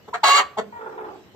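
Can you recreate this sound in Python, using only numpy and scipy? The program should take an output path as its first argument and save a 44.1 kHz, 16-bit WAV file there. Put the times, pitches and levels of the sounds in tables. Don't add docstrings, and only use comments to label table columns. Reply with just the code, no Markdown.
import sys
import numpy as np
from scipy import signal
from scipy.fft import rfft, irfft, next_fast_len
from scipy.io import wavfile
from scipy.ndimage import uniform_filter1d, minimum_filter1d

SR = 44100
rng = np.random.default_rng(int(sys.argv[2]) if len(sys.argv) > 2 else 0)


def output_pcm(signal):
    pcm = np.clip(np.atleast_2d(signal).T, -1, 1) * 32767
    wavfile.write(sys.argv[1], SR, np.round(pcm).astype(np.int16))


def rack_gain(trim_db):
    fader = np.asarray(trim_db, float)
    return 10 ** (fader / 20)


N = 59535
MOUTH_HZ = 2000


def evened(x):
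    return x / np.sqrt(np.mean(x ** 2) + 1e-20)


def read(points, hz):
    f, value = np.transpose(points)
    return np.interp(np.log(hz + 1), np.log(f + 1), value)


def add(mix, s, sound):
    part = mix[round(s * SR):][:len(sound)]
    part += sound[:len(part)]


def late(x, s):
    size = next_fast_len(N + 4096)
    hz = np.fft.rfftfreq(size, 1 / SR)
    return irfft(rfft(x, size) * np.exp(-2j * np.pi * hz * s), size)[:N]


def resonate(x, hz, width):
    turn = np.exp(2j * np.pi * np.cumsum(hz + 0 * x) / SR)
    r = np.exp(-np.pi * 1.5 * width / SR)
    smooth = signal.lfilter([(1 - r) ** 2], [1, -2 * r, r * r], x / turn)
    return 2 * (turn * smooth).real


def voice(hz, rough, throat, jitter, shimmer_db, half, dull_hz):
    wander, shimmer, air = rng.standard_normal((len(hz), 3)).T
    rough = np.clip(rough, 0, 1)
    wander = evened(uniform_filter1d(wander, size=150))
    turns = np.cumsum(hz * (1 + jitter * rough * wander)) / SR
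    k = np.arange(1, 140)[:, None] / 2
    strength = np.where(k % 1, half * rough, 1) * (k * hz < 16000)
    folds = (strength * np.cos(2 * np.pi * k * turns)).sum(0)
    folds = evened(folds) * rack_gain(shimmer_db * evened(uniform_filter1d(shimmer, size=250)))
    r = np.exp(-2 * np.pi * dull_hz / SR)
    breath = signal.lfilter([1 - r], [1, -r], air) + 0.088 * air
    puffs = evened((0.63 + np.exp(-(turns % 1) / 0.81)) * breath)
    drive = np.sqrt(1 - rough ** 2) * folds + rough * puffs
    return [(-1) ** i * rack_gain(db) * resonate(drive, f, w) for i, (f, w, db) in enumerate(throat)]


def controls(table):
    s, *cols = np.transpose(table)
    t = np.arange(s[0], s[-1], 1 / SR)
    return (t, *(np.interp(t, s, v) for v in cols))


def hiss():
    # (frequency [Hz], level per Hz [dB])
    floor_colour = [(45, -30.5), (60, -1), (85, -4.5), (330, -7), (1200, -18), (2900, -21), (4500, -28),
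                    (15500, -35.5)]
    # (frequency [Hz], correlation [-1 to 1])
    likeness = [(60, 0.56), (380, 0.71), (2380, -0.19), (15000, 0.0099)]
    frames, hz = N // 256 + 5, np.fft.rfftfreq(1024, 1 / SR)
    a, b, c, d, patches = rng.standard_normal((frames, 513, 5)).T
    patches = uniform_filter1d(uniform_filter1d(patches, size=10, axis=0), size=10, axis=1)
    drift_db = 3.6 * evened(patches) * (hz / (hz + 500))[:, None]
    same, left = np.clip(read(likeness, hz), -1, 1)[:, None], a + 1j * b
    z = np.array([left, same * left + np.sqrt(1 - same ** 2) * (c + 1j * d)])
    z = z * rack_gain(read(floor_colour, hz)[:, None] + drift_db)
    return rack_gain(-52.5) * evened(signal.istft(z, nperseg=1024, noverlap=768)[1][:, :N])


def twitter(far):
    # (start [s], length [s], level [dB], from pitch [Hz], to pitch [Hz])
    whistles = [
        (1.13, .22, -69, 3850, 4000),
        (1.17, .18, -69, 2550, 3050),
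        (1.22, .13, -70, 1900, 2200),
        (0, .12, -68, 2900, 2950),
    ]
    for start, length, level_db, from_hz, to_hz in whistles:
        u = np.linspace(0, 1, round(length * SR))
        fuzz = resonate(rng.standard_normal(len(u)), from_hz + (to_hz - from_hz) * u, 170)
        add(far, start, rack_gain(level_db) * np.sin(np.pi * u) ** .5 * evened(fuzz))


def beak_pops(near):
    # (start [s], level [dB], pitch [Hz])
    pops = [
        (.075, -43.5, 807),
        (.128, -27.5, 980),
        (0.231, -14, 880),
        (0.568, -27, 820),
    ]
    length_s = 0.0124
    t = np.arange(0, length_s, 1 / SR)
    swell = np.sin(np.pi * (t / length_s) ** 1.28)
    for start, level_db, hz in pops:
        add(near, start, rack_gain(level_db) * np.sqrt(2) * swell * np.sin(2 * np.pi * hz * t))


def cluck(start, length, level_db, pitch_hz, mouth, table):
    u = np.linspace(0, 1, round(length * SR))
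    treble_db = 150 * np.log10(mouth)
    throat = [(f * mouth, w * mouth, db) if f < MOUTH_HZ else (f, w, db + treble_db) for f, w, db in table]
    hz = pitch_hz * (1 + .06 * (u - .5))
    sound = sum(voice(hz, .46 + 0 * u, throat, jitter=.05, shimmer_db=2.5, half=.1, dull_hz=4000))
    shape = np.minimum(u / .5, 1) ** 0.7 * np.minimum((1 - u) / 0.12, 1)
    return start, rack_gain(level_db) * shape * evened(sound)


def low_clucks(near):
    # (start [s], length [s], level [dB], pitch [Hz], mouth opening [1 = as listed])
    clucks = [
        (0.077, .02, -38, 222, 0.95),
        (.571, .033, -20.5, 217, 1.0),
        (0.645, 0.068, -49, 209.6, 0.4),
        (1.339, 0.024, -43.5, 231.4, 0.56),
    ]
    # (resonance [Hz], width [Hz], level [dB])
    narrow_throat = [(220, 80, -7), (436, 83, 0), (671, 150, 1), (1065, 131, 1), (1416, 200, -10.5),
                     (1830, 313, -11), (3420, 540, -17), (4470, 230, -20.5), (7000, 2000, -26.5),
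                     (13600, 1100, -51)]
    for row in clucks:
        add(near, *cluck(*row, table=narrow_throat))


def bright_cluck(near):
    # (start [s], length [s], level [dB], pitch [Hz], mouth opening [1 = as listed])
    bright = (.1335, .029, -22.5, 232, 1)
    # (resonance [Hz], width [Hz], level [dB])
    half_open_throat = [(440, 43, -8), (683, 128, 1.5), (960, 490, -9), (1420, 198, 2.5), (1853, 205, -3),
                        (2370, 220, -14), (3190, 1100, -19.5), (4220, 320, -14), (6850, 2000, -24),
                        (13500, 2700, -56.5)]
    add(near, *cluck(*bright, table=half_open_throat))


def squawk(near):
    # (time [s], level [dB], pitch [Hz], roughness [0-1], clear tone [dB])
    squawk_course = [(.233, -27, 540.7, 0.94, -38.5), (.243, -9, 551.4, 0.95, -28),
                     (.26, -21, 551.4, .6, -17), (.29, -11.5, 555.5, 0.81, -20.5),
                     (.326, -18.5, 561, .55, -12.5), (.338, -20.5, 569.7, 0.69, -24.5),
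                     (.352, -16, 573.7, 0.57, -14), (.394, -13.5, 573.4, 0.87, -19.5),
                     (.412, -17.5, 575.5, 1, -22.5)]
    # (resonance [Hz], width [Hz], level [dB])
    wide_throat = [(399, 53, -21.5), (820, 261, -9), (1186, 194, -5), (1562, 398, -7), (2280, 645, -10.5),
                   (2960, 312, -7), (3916, 970, -8.5), (4610, 640, -8.5), (6160, 950, -15.5),
                   (9100, 1670, -12.5), (12170, 920, -34), (14550, 4300, -26)]
    # (multiple of the pitch, level [dB], waver [dB])
    clear_partials = [(1, -22, 6), (2, 2, 1), (3, -12, 1), (4, -13.5, 5.5), (5, -8.5, 1.5), (6, -17.5, -1),
                      (7, -14.5, 2.5), (8, -17.5, 5.5), (10, -24.5, 4), (12, -20.5, 5.5), (13, -17.5, 4.5),
                      (15, -25, 6.5)]
    low_bands = 6
    t, level_db, hz, rough, clear_db = controls(squawk_course)
    bands = voice(hz, rough, wide_throat, jitter=0.0403, shimmer_db=2.5, half=0.63, dull_hz=1800)
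    shuts = np.clip((t[-1] - t) / 0.029, 0, 1)
    k, db, waver_db = np.transpose(clear_partials)[:, :, None]
    waver = uniform_filter1d(rng.standard_normal((len(k), len(t))), size=500)
    waver = evened(uniform_filter1d(waver, size=500))
    turns = k * np.cumsum(hz) / SR + rng.random((len(k), 1)) + .012 * k * waver[::-1]
    clear = rack_gain(db + waver_db * waver) * np.sin(2 * np.pi * turns)
    clear = np.sqrt(2) * (clear * np.where(k > low_bands, shuts, 1)).sum(0)
    harsh = evened(sum(bands[:low_bands]) + shuts * sum(bands[low_bands:]))
    end = np.minimum((t[-1] - t) / 0.0039, 1)
    add(near, t[0], end * (rack_gain(level_db) * harsh + rack_gain(clear_db) * clear))


def side_notes(near):
    # (start [s], length [s], level [dB], pitch [Hz])
    voice_breaks = [(.236, 0.021, -20, 650), (.238, 0.028, -23, 1410), (.272, 0.024, -21, 725),
                    (.28, 0.022, -23, 1352), (.335, .024, -31.5, 411), (.33, .04, -22, 2156),
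                    (.368, .04, -28, 750), (.385, 0.018, -25, 2215), (.39, 0.039, -27.5, 1040),
                    (.648, 0.061, -50.5, 212), (.578, 0.032, -30.5, 660), (1.5, 0.034, -45, 520),
                    (.236, 0.014, -28, 4000)]
    for start, length, level_db, hz in voice_breaks:
        t = np.arange(0, length, 1 / SR)
        drift = .05 * evened(uniform_filter1d(rng.standard_normal(len(t)), size=200))
        note = np.sin(np.pi * t / length) * np.sin(2 * np.pi * (hz * t + drift))
        add(near, start, rack_gain(level_db) * np.sqrt(2) * note)


def straw_ticks(far):
    # (time [s], level [dB])
    ticks = [
        (0.662, -57.5),
        (.906, -80),
    ]
    for s, db in ticks:
        burst = rng.standard_normal(130) * np.exp(-np.arange(130) / 30.)
        add(far, s, rack_gain(db) * np.diff(burst, 2))


def growl(far):
    # (time [s], level [dB], pitch [Hz], roughness [0-1])
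    growl_course = [(.715, -43, 486.3, 0.18), (.728, -36, 482, 0.2), (.77, -38.5, 465, 0.16),
                    (.80, -37, 456.2, 0.51), (.9, -37.5, 440, 0.6), (.99, -38, 428.3, 0.39),
                    (1.06, -35.5, 410.7, 0.61), (1.16, -45, 379.5, 0.58), (1.21, -70, 352.7, 0.5)]
    # (resonance [Hz], width [Hz], level [dB])
    far_throat = [(440, 88, -0.5), (880, 216, 1), (1313, 300, -6), (1720, 320, -12.5), (2320, 610, -22),
                  (3530, 140, -27)]
    # (time [s], level [dB])
    throbs = [(0.724, -1), (0.738, -1), (0.749, -6.5), (0.760, 7.5), (0.787, -2), (.808, 3.5), (.835, -3),
              (0.86, 6), (.895, -3.5), (0.924, 1), (0.978, 9), (1.008, 1), (1.041, 3.5), (1.085, 1.5),
              (1.108, -2.5), (1.13, -1), (1.15, -1.5)]
    rise_s, fall_s, rest = 0.003, 0.011, 0.1
    t, level_db, hz, rough = controls(growl_course)
    throat = [(f * hz / 440 if f < MOUTH_HZ else f, w, db) for f, w, db in far_throat]
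    chest, *upper = voice(hz, rough, throat, jitter=.12, shimmer_db=2, half=.1, dull_hz=3000)
    throb_s, throb_db = np.transpose(throbs)[:, :, None]
    since = np.maximum(t - throb_s, 0)
    beats = rack_gain(throb_db) * 2 * (1 - np.exp(-since / rise_s)) * np.exp(-since / fall_s)
    throb = rest + beats.sum(0)
    joins = rack_gain(-36 * np.clip((.792 - t) / 0.01, 0, 1))
    even = upper[0] + upper[2]
    odd = sum(upper) - even
    wobble = 1 + 0.22 * evened(uniform_filter1d(rng.standard_normal(len(t)), size=900))
    flutter = 1 + 1.42 * np.cos(2 * np.pi * 61.92 * np.cumsum(wobble) / SR)
    add(far, t[0], rack_gain(level_db) * evened(chest * joins * flutter + throb * (even + joins * odd)))


def ports(pair):
    # (frequency [Hz], lead [radians])
    port_turn = [(100, 1), (1200, -0.9), (1900, 3.5), (3360, 18), (3800, 14.5), (5700, 13.5), (8870, 24),
                 (15300, 28)]
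    # (frequency [Hz], level [dB])
    port_db = [(60, -2.5), (130, 1), (290, -0.5), (640, 5), (1130, 0), (3100, -0.5), (6820, 0.5),
               (15000, 0.5)]
    size = next_fast_len(N + 4096)
    hz = np.fft.rfftfreq(size, 1 / SR)
    half = rack_gain(read(port_db, hz) / 2)
    colour = np.array([half, np.exp(-1j * read(port_turn, hz)) / half])
    return irfft(rfft(pair, size) * colour, size)[:, :N]


def walls(x):
    # (left delay [s], right delay [s], level [dB])
    first_echoes = [(.0009, 0.001024, -9.5), (.0031, 0.0023, -12.5), (.0068, 0.0046, -14),
                    (.0115, 0.0088, -17), (.017, 0.014, -20), (0.0244, 0.027, -14)]
    return np.array([sum(rack_gain(row[2]) * late(x, row[side]) for row in first_echoes) for side in range(2)])


def tail(x, share):
    # (frequency [Hz], time to fall 60 dB [s])
    shed_decay = [(200, 0.86), (1000, 0.43), (3000, 0.35), (8000, 0.23)]
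    taps = np.zeros((2, SR))
    at = np.arange(300, SR - 20, 20)
    at = at + rng.integers(0, 20, (2, len(at)))
    np.put_along_axis(taps, at, rng.choice([-1., 1.], at.shape), 1)
    hz, t, z = signal.stft(taps, SR, nperseg=256)
    fade = rack_gain(-60 * t / (share * read(shed_decay, hz)[:, None]))
    room = signal.istft(z * fade, SR, nperseg=256)[1]
    room = np.array([room[0], 0.62 * room[0] + 1.08 * room[1]])
    return signal.fftconvolve(x[None], room / np.linalg.norm(room[0]), axes=1)[:, :N]


def scene():
    near, far = np.zeros((2, N))
    twitter(far)
    beak_pops(near)
    low_clucks(near)
    bright_cluck(near)
    squawk(near)
    side_notes(near)
    straw_ticks(far)
    growl(far)
    direct = np.array([rack_gain(-1.5) * far, late(far, 0.00031)])
    distant = direct + rack_gain(-8) * walls(far) + rack_gain(-6.5) * tail(far, 0.57)
    tails = rack_gain(-20.5) * tail(near, 0.99) + rack_gain(-13.5) * tail(near, 0.25)
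    return rack_gain(-0.5) * (ports(near + walls(near)) + tails + distant) + hiss()


def band_limit(x):
    return signal.sosfilt(signal.butter(12, 15740, fs=SR, output="sos"), x)


def record(dry):
    gap_from_hz, gap_to_hz, edge_hz, bass_hz = 8750, 11550, 15450, 56
    knee_db, squeeze = -7, 0.51
    size = next_fast_len(N + 4096)
    hz = np.fft.rfftfreq(size, 1 / SR)
    inside_hz = np.minimum(hz - gap_from_hz + 400, gap_to_hz - hz + 60)
    gap = np.clip(inside_hz / np.where(hz < 10000, 500, 100), 0, 1)
    peak = -minimum_filter1d(-abs(dry).max(0), size=90)
    peak_db = 20 * np.log10(uniform_filter1d(peak, size=90) + 1e-9)
    squeezed = dry / rack_gain(squeeze * np.maximum(peak_db - knee_db, 0))
    colour = rack_gain(-44 * gap) * (hz < edge_hz) / np.sqrt(1 + (bass_hz / (hz + 1)) ** 10)
    mix = irfft(rfft(squeezed, size) * colour, size)[:, :N]
    return band_limit(mix)


dry = scene()
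out = record(dry)
output_pcm(out)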